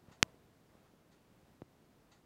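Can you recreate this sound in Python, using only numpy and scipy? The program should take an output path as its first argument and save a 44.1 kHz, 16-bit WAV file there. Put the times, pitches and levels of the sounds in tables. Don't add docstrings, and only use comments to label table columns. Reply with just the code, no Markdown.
import sys
import numpy as np
from scipy import signal
from scipy.fft import rfft, irfft
from scipy.io import wavfile

SR = 44100
rng = np.random.default_rng(int(sys.argv[2]) if len(sys.argv) > 2 else 0)


def output_pcm(signal):
    pcm = np.clip(np.atleast_2d(signal).T, -1, 1) * 32767
    wavfile.write(sys.argv[1], SR, np.round(pcm).astype(np.int16))


N = 99225
T = np.arange(N) / SR

# (frequency [Hz], relative spectral density [dB])
AIR_SPECTRUM = [(25, -12.5), (60, -7), (110, -3.5), (165, -1.5), (230, -5), (310, -5.5), (450, -10),
                (700, -13), (1300, -19), (2500, -24.5), (5000, -29), (10000, -34), (15500, -34.5)]
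# (frequency [Hz], bandwidth [Hz], relative gain [dB])
CLOCK_CASE_MODES = [(850, 60, 4.5), (1100, 91, -1), (1397.4, 100, 4), (1889.4, 130, 3), (2700, 760, -9),
                    (3653, 500, -5.5), (4420, 240, -5.5), (6400, 1200, -8)]
# (time [s], impulse level [dB], mode frequency [Hz], bandwidth [Hz],
# contact cutoff [Hz], edge impulse level [dB])
HAND_CONTACTS = [(.038, -13, 140, 107, 400, -50), (.084, -7, 96, 79.82, 300, -43.5),
                 (.112, -13.5, 170, 110, 705, -44), (.261, -13.5, 142, 109.5, 497, -50),
                 (.344, -13, 270, 119, 595, -50), (0.752, -18, 230, 197, 685, -41),
                 (.937, -17.5, 158.7, 109.2, 600, -46), (1.6195, 0, 205, 220, 540, -20),
                 (1.6249, -3, 105, 147, 158, -40)]
# (peak time [s], standard deviation [s], level [dB])
RUSTLE_SWELLS = [(.11, .04, -67.5), (.29, .04, -70), (0.756, 0.042, -72.5), (.865, 0.023, -73)]
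# (frequency [Hz], relative spectral density [dB])
RUSTLE_SPECTRUM = [(100, -16), (300, -3), (600, 1), (1200, -5.5), (2500, -16), (5000, -22.5),
                   (10000, -28.5), (16000, -32)]
# (frequency [Hz], bandwidth [Hz], gain [dB])
METAL_PAN_MODES = [(307, 16, -5), (646, 4.5, 11), (996, 12, -3)]
# (frequency [Hz], bandwidth [Hz], gain [dB])
THUMP_MODES = [(105, 215, 16.5)]
# (frequency [Hz], bandwidth [Hz], gain [dB])
CRACK_MODES = [(3130, 1263, 15.3), (6373, 2338, 26.9), (10549, 2151, 21)]


def from_db(db):
    return 10 ** (np.asarray(db) / 20)


def unit_power(x):
    return x / np.sqrt(np.mean(x ** 2) + 1e-20)


def impulse(time_s, db):
    return from_db(db) * (np.arange(N) == int(time_s * SR)) + 1e-18


def lowpass(x, hz, order=2):
    return signal.sosfilt(signal.butter(order, hz, fs=SR, output="sos"), x)


def resonate(x, modes):
    response = 0
    for hz, bandwidth, db in modes:
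        radius = np.exp(-np.pi * bandwidth / SR)
        feedback = [1, -2 * radius * np.cos(2 * np.pi * hz / SR), radius ** 2]
        response += from_db(db) * (1 - radius ** 2) / 2 * signal.lfilter([1, 0, -1], feedback, x)
    return response


def coloured(x, spectrum):
    hz, db = np.transpose(spectrum)
    f = np.maximum(np.fft.rfftfreq(N, 1 / SR), 1)
    gain = from_db(np.interp(np.log(f), np.log(hz), db))
    bass_rolloff = np.minimum(f / hz[0], 1)
    return unit_power(irfft(rfft(x) * gain * bass_rolloff, N))


def room_air(level_db=-67, waver_db=.5):
    waver = unit_power(lowpass(rng.standard_normal(N), hz=3.1))
    return from_db(level_db + waver_db * waver) * coloured(rng.standard_normal(N), AIR_SPECTRUM)


def clock(first_s=.112, period_s=1.0, tick_db=-61, tock_db=-67, attack_s=.012, t60_s=.22):
    envelope = 0
    for k, db in enumerate((tick_db, tock_db, tick_db)):
        age = np.maximum(T - first_s - k * period_s, 0)
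        rise = np.minimum(age / attack_s, 1)
        envelope += from_db(db) * rise * np.exp(-np.log(1000) * age / t60_s)
    case_noise = resonate(rng.standard_normal(N), CLOCK_CASE_MODES)
    return envelope * unit_power(lowpass(case_noise, hz=7200, order=4))


def handling(edge_hz=1250, edge_lead_s=.0003):
    bumps = 0
    for time_s, db, hz, bandwidth, contact_hz, edge_db in HAND_CONTACTS:
        force = lowpass(impulse(time_s, db), contact_hz)
        swing = resonate(force, [(hz, bandwidth, 0)])
        edge = lowpass(impulse(time_s - edge_lead_s, edge_db), edge_hz)
        bumps += swing - edge
    return bumps


def vegetables(impacts_per_s=2800, spread_db=2, pan_coupling_db=-11.5):
    sizes = from_db(spread_db * np.minimum(rng.exponential(1, N), 4))
    signs = rng.choice([-1, 1], N)
    landings = rng.random(N) < impacts_per_s / SR
    swells = sum(from_db(db) * np.exp(-.5 * ((T - s) / width) ** 2) for s, width, db in RUSTLE_SWELLS)
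    rustle = swells * coloured(sizes * signs * landings, RUSTLE_SPECTRUM)
    heavy_piece = impulse(time_s=.24, db=-10.5)
    return rustle + resonate(from_db(pan_coupling_db) * rustle + heavy_piece, METAL_PAN_MODES)


def tap(time_s=.228515, give_s=.00035):
    soft_force = lowpass(impulse(time_s - give_s, db=0), hz=1108)
    hard_force = lowpass(impulse(time_s, db=0), hz=2213)
    return -resonate(soft_force, THUMP_MODES) - resonate(hard_force, CRACK_MODES)


def scene():
    return (room_air() + clock() + handling() + vegetables() + tap())[None]


def record(dry):
    cutoff_hz, transition_hz = 15900, 150
    above_cutoff = (np.fft.rfftfreq(N, 1 / SR) - cutoff_hz) / transition_hz
    return irfft(rfft(dry) * (1 - np.tanh(above_cutoff)) / 2, N)


dry = scene()
out = record(dry)
output_pcm(out)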